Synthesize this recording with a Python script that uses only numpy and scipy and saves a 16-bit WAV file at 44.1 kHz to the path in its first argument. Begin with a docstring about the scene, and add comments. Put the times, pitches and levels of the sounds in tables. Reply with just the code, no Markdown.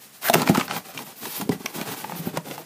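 """A hand digs through a big cardboard box, close to the microphone, in a small room.
A small carton is lifted out of packing paper and set aside: its panels knock and its edges snap.
Paper crinkles, cardboard slides with a bright hiss and the walls rumble as they are handled.
Everything rings briefly in the hollow of the box and then in the room."""
import sys
import numpy as np
from scipy import signal
from scipy.fft import rfft, irfft, next_fast_len
from scipy.io import wavfile
from scipy.ndimage import map_coordinates

SR = 44100
rng = np.random.default_rng(int(sys.argv[2]) if len(sys.argv) > 2 else 0)


def put_to_file(sound):
    """Save the sound as 16-bit audio at rate SR, in the file named by the first command-line argument."""
    columns = np.atleast_2d(sound).T  # one column per channel
    safe = np.clip(columns, -1, 1)
    whole_steps = np.round(safe * 32767)
    wavfile.write(sys.argv[1], SR, whole_steps.astype(np.int16))


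N = 116865

# strokes of the hand through paper and cardboard: start_s, length_s, hiss_db, crinkle_db, rumble_db
HAND_STROKES = [(0, 0.051, -45.5, -60, -61), (0.124, 0.04, -47.5, -57.5, -65),
                (0.21, 0.041, -35.5, -39, -55.5), (0.237, 0.053, -30.5, -29.5, -48),
                (0.323, .10, -38, -28, -26.5), (0.449, 0.063, -38, -31, -30),
                (0.526, 0.09, -39.5, -31.5, -33), (0.618, 0.037, -44, -40.5, -45),
                (0.682, 0.044, -50, -32, -38.5), (0.715, 0.058, -36, -32.5, -37.5),
                (0.837, 0.072, -45, -44, -51), (0.929, 0.097, -42, -41.5, -44.5),
                (1.04, 0.079, -45.5, -47.5, -48.5), (1.151, 0.062, -45.5, -53, -58),
                (1.206, 0.078, -36, -42.5, -42.5), (1.287, 0.087, -36, -47.5, -57),
                (1.328, 0.094, -36.5, -39, -47), (1.442, 0.048, -70, -63, -40),
                (1.503, 0.027, -39, -35, -30.5), (1.587, 0.39, -46, -46.5, -51),
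                (1.733, 0.031, -35.5, -35.5, -36.5), (1.766, 0.063, -44, -36, -40),
                (1.851, 0.08, -37.5, -33.5, -37), (1.956, .06, -38, -41, -45.5),
                (2.022, 0.18, -45, -43, -43), (2.148, 0.043, -40, -46, -50),
                (2.211, 0.083, -44, -41.5, -39), (2.324, 0.041, -52, -38.5, -37.5),
                (2.439, 0.051, -44.5, -42, -39), (2.49, 0.059, -42.5, -40, -38),
                (2.568, 0.046, -47.5, -44, -47)]


def amp(db):
    """Decibels to gain."""
    return 10 ** (np.asarray(db) / 20)


def unit(x):
    """Scale to rms 1."""
    return x / np.sqrt(np.mean(x ** 2) + 1e-20)


def along(points, hz):
    """Read (frequency_hz, value) points on a log axis."""
    f, values = np.transpose(points)
    return np.interp(np.log(hz + 1), np.log(f + 1), values)


def wobble(rate):
    """A smooth random curve, rate knots a second."""
    return map_coordinates(rng.standard_normal(2000), [np.arange(N) * rate / SR], mode="wrap")


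def filtered(x, response):
    """x through a complex response of frequency."""
    size = next_fast_len(len(x) + 8192)
    return irfft(rfft(x, size) * response(np.fft.rfftfreq(size, 1 / SR)), size)[:len(x)]


def coloured(x, spectrum, size=4096):
    """x through a causal filter with the given spectrum, at rms 1."""
    cepstrum = irfft(np.log(amp(along(spectrum, np.fft.rfftfreq(size, 1 / SR)))))
    cepstrum[1:size // 2] *= 2  # fold to minimum phase
    cepstrum[size // 2 + 1:] = 0
    impulse = irfft(np.exp(rfft(cepstrum)))
    return unit(signal.fftconvolve(x, impulse)[:len(x)])


def resonance(f, centre, width):
    """Response of one resonance."""
    return 1j * f * width / (centre ** 2 - f ** 2 + 1j * f * width)


def fade(t, t60):
    """Exponential decay, 60 dB down at t60."""
    return np.exp(-np.log(1000) * t / t60)


def add(track, start_s, sound):
    """Mix a sound into the track."""
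    part = track[max(round(start_s * SR), 0):][:len(sound)]
    part += sound[:len(part)]


def grains(rate, spread_db):
    """Random tiny impulses of uneven size, rate a second."""
    size = amp(spread_db * np.clip(rng.standard_normal(N), -2, 2))
    return unit((rng.random(N) < rate / SR) * size * rng.choice([-1, 1], N))


def burst(noise, envelope):
    """Noise under an envelope, with the same energy at every draw."""
    return unit(noise * envelope) * np.sqrt(np.mean(envelope ** 2))


def room_tone(level_db=-49.5):
    """The faint steady noise of the room."""
    # spectrum of the air: frequency_hz, level_db
    air = [(80, -9), (170, -7), (400, -16.5), (1000, -16), (3000, -20.0), (15000, -20.5)]
    return amp(level_db) * coloured(rng.standard_normal(N), air)


def room_tail(x, level_db=-16.5):
    """The small room returns a short tail whose treble dies first."""
    # decay of the room: frequency_hz, t60_s
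    decay_times = [(150, 0.36), (1000, 0.21), (4000, 0.14), (14000, 0.12)]
    hz, t, bands = signal.stft(rng.standard_normal(SR // 2), SR, nperseg=256)
    tail = signal.istft(bands * fade(t, along(decay_times, hz)[:, None]), SR, nperseg=256)[1]
    delayed = np.pad(tail / np.linalg.norm(tail), (SR // 150, 0))
    return amp(level_db) * signal.fftconvolve(x, delayed)[:N]


def box_hollow(x, detune=0.059, echo_db=-8, step_s=0.1):
    """The hollow rings and its walls add quick echoes; both shift as the hand moves."""
    # air resonances of the box: pitch_hz, width_hz, level_db
    air_modes = [(156, 50, -3), (376, 68, -8), (469, 43, -6), (680, 73, -9), (801, 52, -2.5),
                 (2460, 87, -11)]
    out, t = x, np.arange(N) / SR
    f = np.fft.rfftfreq(SR // 5, 1 / SR)
    for centre_s in np.arange(0, N / SR + step_s, step_s):
        echoes = np.zeros(2 * (len(f) - 1))
        for delay_s, sign in zip(rng.uniform(0.0013, .012, size=10), rng.choice([-1, 1], size=10)):
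            add(echoes, delay_s, np.array([sign * fade(delay_s, 0.026)]))
        ring = irfft(sum(amp(db) * resonance(f, hz * (1 + detune * rng.uniform(-1.15, 1)), width)
                         for hz, width, db in air_modes))
        impulse = ring + amp(echo_db) * echoes / np.linalg.norm(echoes)
        crossfade = np.maximum(1 - abs(t - centre_s) / step_s, 0)
        out = out + signal.oaconvolve(x * crossfade, impulse)[:N]
    return out


def stroke_gain(levels_db, rise_s=0.019, t60_s=0.15):
    """Each stroke of the hand swells, holds and dies away; one gain per sample."""
    power, t = np.zeros(N), np.arange(N) / SR
    for (start_s, length_s, *_), db in zip(HAND_STROKES, levels_db):
        rise = np.clip((t - start_s) / rise_s, 0, 1)
        release = fade(np.maximum(t - start_s - length_s, 0), t60_s)
        power += (amp(db) * rise * release) ** 2
    return np.sqrt(power)


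def wall_rumble(gain, trim_db=-0.5):
    """Small shoves make the box walls rumble."""
    # spectrum of the flexing walls: frequency_hz, level_db
    wall_spectrum = [(25, -56), (65, -8.5), (100, -1.5), (160, 1), (250, 1), (450, -5.5), (750, -22),
                     (2000, -32.5)]
    return amp(trim_db) * gain * coloured(grains(rate=660, spread_db=3.0), wall_spectrum)


def cardboard_slide(gain, trim_db=2.5, fizz_hz=12500, waver_db=-3.5):
    """Fibres catch and slip as cardboard slides over paper; the highest fizz wavers on its own."""
    # spectrum of the friction: frequency_hz, level_db
    hiss_spectrum = [(300, -11), (1000, -7), (2500, 4.5), (4500, 4.5), (7500, 1), (10500, 4), (13500, 6.5),
                     (15500, 5.5)]
    slips = coloured(grains(rate=9900, spread_db=1.5) * amp(0.88 * wobble(70)), hiss_spectrum)
    fizz = filtered(slips, lambda f: 1 - 1 / (1 + (f / fizz_hz) ** 10))
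    return amp(trim_db) * gain * unit(slips - fizz + fizz * amp(waver_db * wobble(43.6)))


def crinkles(per_s=130, centre_hz=1480, log_spread=1.36, t60_cycles=10.3):
    """Facets of paper flip over; each rings for a few cycles at its own pitch."""
    out, t = np.zeros(N), np.arange(SR // 25) / SR
    for when, pitch, size in rng.random((int(per_s * N / SR), 3)):
        hz = centre_hz * np.exp(log_spread * (2 * pitch - 1))
        add(out, when * N / SR, size * np.sin(2 * np.pi * hz * t) * fade(t, t60_cycles / hz))
    return unit(out)


def packing_paper(gain, trim_db=-1.5, crinkle_db=-8):
    """Crushed paper buckles in tiny clumps, with sparser crinkles among them."""
    # spectrum of the buckling paper: frequency_hz, level_db
    paper_spectrum = [(100, -23), (300, -8.5), (750, 4.5), (1200, 2), (1800, -1.5), (3000, -5),
                      (5500, -9.5), (9000, -12), (15000, -80)]
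    buckles = coloured(grains(rate=3000, spread_db=3.5) * amp(1.8 * wobble(90)), paper_spectrum)
    return amp(trim_db) * gain * unit(buckles + amp(crinkle_db) * crinkles())


def carton_scrape(start_s=0.226, length_s=0.058, pitch_hz=1630, level_db=-26):
    """The edge of the lifted carton chatters ever harder over the paper until it slips free."""
    t = np.arange(N) / SR - start_s
    swell = np.clip(t / length_s, 0, 1) * fade(np.maximum(t - length_s, 0), .02)
    catches = grains(rate=2000, spread_db=3)
    chatter = filtered(catches, lambda f: resonance(f, pitch_hz, pitch_hz / 2) ** 2)
    return amp(level_db) * burst(chatter, swell)


def sheet_flutter(noise, hz, q=7.6, overtone=2.38, overtone_db=-15):
    """The sheet around a crease flutters in two broad modes, with the treble rolled off."""
    def response(f):
        low = resonance(f, hz, hz / q)
        high = resonance(f, overtone * hz, overtone * hz / q)
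        return (low - amp(overtone_db) * high) / (1 + 1j * f / (3 * hz))
    return filtered(noise, response)


def crease_snaps(body_rise_s=0.0012, crack_rise_s=0.00026):
    """A crease gives way: a short crack, duller where the paper is soft, and the sheet's flutter."""
    # creases and carton edges giving way: start_s, body_db, body_hz, crack_db, crack_top_hz, t60_s
    snaps = [(.285, -19, 1580, -23, 9000, 0.023), (0.2983, -40, 1320, -10.5, 15000, 0.0069),
             (0.331, -37, 2530, -29, 14000, .07), (0.338, -11, 2610, -15, 15000, 0.017),
             (0.3433, -18.5, 1360, -9.5, 13900, .011), (0.3542, -13, 990, -24, 6000, 0.0087),
             (.418, -21, 1010, -20.5, 10500, 0.014), (.474, -15, 970, -25, 6900, 0.016),
             (.488, -16, 2160, -28, 6000, 0.011), (0.4938, -19.5, 685, -25.5, 14000, 0.033),
             (.5475, -19, 1270, -27, 7000, 0.03), (.5585, -23, 1220, -36, 6000, 0.017),
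             (0.5727, -25, 1190, -26, 11800, 0.031), (.597, -23.5, 1200, -28, 6000, 0.029),
             (.610, -18.5, 1160, -24.5, 6000, 0.019), (0.68, -30.5, 1380, -32, 5030, 0.017),
             (0.7105, -28.5, 1370, -22, 5700, 0.013), (.7635, -25, 1090, -33, 6000, 0.029),
             (0.9754, -25, 2870, -34, 4000, 0.017), (.990, -33, 1060, -37, 7000, .027),
             (1.254, -30.5, 970, -33.5, 8000, 0.03), (1.411, -30, 844, -31.5, 12000, 0.041),
             (1.492, -40, 2270, -30.5, 10100, 0.019), (1.519, -29.5, 2030, -46, 6000, 0.024),
             (1.6585, -22, 1000, -29, 12000, .015), (1.6592, -19.5, 5660, -30.5, 13000, .012),
             (1.66, -16, 2280, -44, 2500, 0.011), (1.8125, -25.5, 2370, -30, 12000, 0.014),
             (2.042, -25.5, 850, -38.5, 3990, 0.021), (2.096, -25.5, 890, -39, 4960, 0.012),
             (2.1211, -25.5, 920, -43, 4000, .016), (2.372, -20, 920, -25, 11300, 0.016),
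             (2.511, -34.5, 593, -36, 4500, 0.034), (2.579, -26, 840, -38, 9100, 0.014)]
    # spectrum of a crack: frequency_hz, level_db
    crack_spectrum = [(60, -30), (350, -5), (900, 6.5), (2500, 6), (5000, 2), (8000, 0.5), (15000, 4)]
    out, t = np.zeros(N), np.arange(SR // 8) / SR
    for start_s, body_db, body_hz, crack_db, top_hz, t60_s in snaps:
        body = sheet_flutter(rng.standard_normal(len(t)), body_hz)
        bright = coloured(rng.standard_normal(len(t)), crack_spectrum)
        edge = filtered(bright, lambda f: 1 / np.hypot(1, (f / top_hz) ** 3))
        flutter = amp(body_db) * burst(body, fade(t, t60_s) * (1 - np.exp(-t / body_rise_s)))
        crack = amp(crack_db) * burst(edge, fade(t, t60_s) * (1 - np.exp(-t / crack_rise_s)))
        add(out, start_s, 2 * (flutter + crack))
    return out


def panel_knocks(rise_cycles=0.42):
    """A soft blow sets a cardboard panel swinging for a few cycles."""
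    # blows on the panels: start_s, level_db, pitch_hz, t60_s
    knocks = [(.2978, -2, 696, 0.013), (0.298, -20.5, 235, 0.073), (.3425, -4.5, 690, 0.013),
              (.351, -8, 366, 0.037), (.355, -9.5, 158, 0.033), (.493, -18.5, 471, 0.04),
              (.4965, 5, 178, 0.02), (.508, -11, 222, 0.052), (.557, -18.5, 942, 0.036),
              (.579, -3.5, 229, 0.02), (1.399, -21, 274, .044), (1.42, -20.5, 199, 0.064),
              (1.4926, -6, 267.3, 0.037), (1.495, -8, 157, 0.024), (1.605, -23.5, 248, 0.025),
              (1.645, -23.5, 237, 0.034), (1.785, -16.5, 237, 0.018), (1.815, -13.5, 215, 0.017),
              (2.125, -29, 175.6, .1), (2.192, -23, 165, 0.088), (2.271, -10, 222, 0.026),
              (2.341, -18, 266, 0.032), (2.372, -14, 563, 0.019), (2.377, -19.5, 173, .035)]
    # modes of a panel: pitch_ratio, level_db, t60_ratio
    panel_modes = [(.64, -9.5, 0.8), (1, 1, 1.275), (1.48, -10, 1.44), (2.3, -18, 1.03), (3.6, -17, 1.2)]
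    out, t = np.zeros(N), np.arange(SR // 4) / SR
    for start_s, level_db, hz, t60_s in knocks:
        ring = np.zeros(len(t))
        for pitch_ratio, mode_db, t60_ratio in panel_modes:
            swing = np.sin(2 * np.pi * hz * pitch_ratio * t)
            ring += amp(mode_db + rng.normal(0, 1)) * swing * fade(t, t60_s * t60_ratio)
        attack = 1 - np.exp(-t * hz / rise_cycles)
        add(out, start_s, amp(level_db) * ring * attack)
    return out


def scene():
    """The handling sounds inside the box, close up, with the room faint behind them."""
    hiss_db, crinkle_db, rumble_db = np.transpose(HAND_STROKES)[2:]
    handling = panel_knocks() + crease_snaps() + carton_scrape()
    handling += packing_paper(stroke_gain(crinkle_db))
    handling += cardboard_slide(stroke_gain(hiss_db))
    handling += wall_rumble(stroke_gain(rumble_db))
    near = box_hollow(handling)
    return (near + room_tail(near) + room_tone())[None]


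def record(dry):
    """One microphone: the recorder thins the deep bass, rounds off peaks and cuts the highest treble."""
    low_cut_hz, ceiling, top_hz = 161, 0.8, 15500
    thinned = signal.sosfilt(signal.butter(2, low_cut_hz, "highpass", fs=SR, output="sos"), dry[0])
    rounded = thinned / (1 + (thinned / ceiling) ** 4) ** .25
    return filtered(rounded, lambda hz: hz < top_hz)[None]


dry = scene()
out = record(dry)
put_to_file(out)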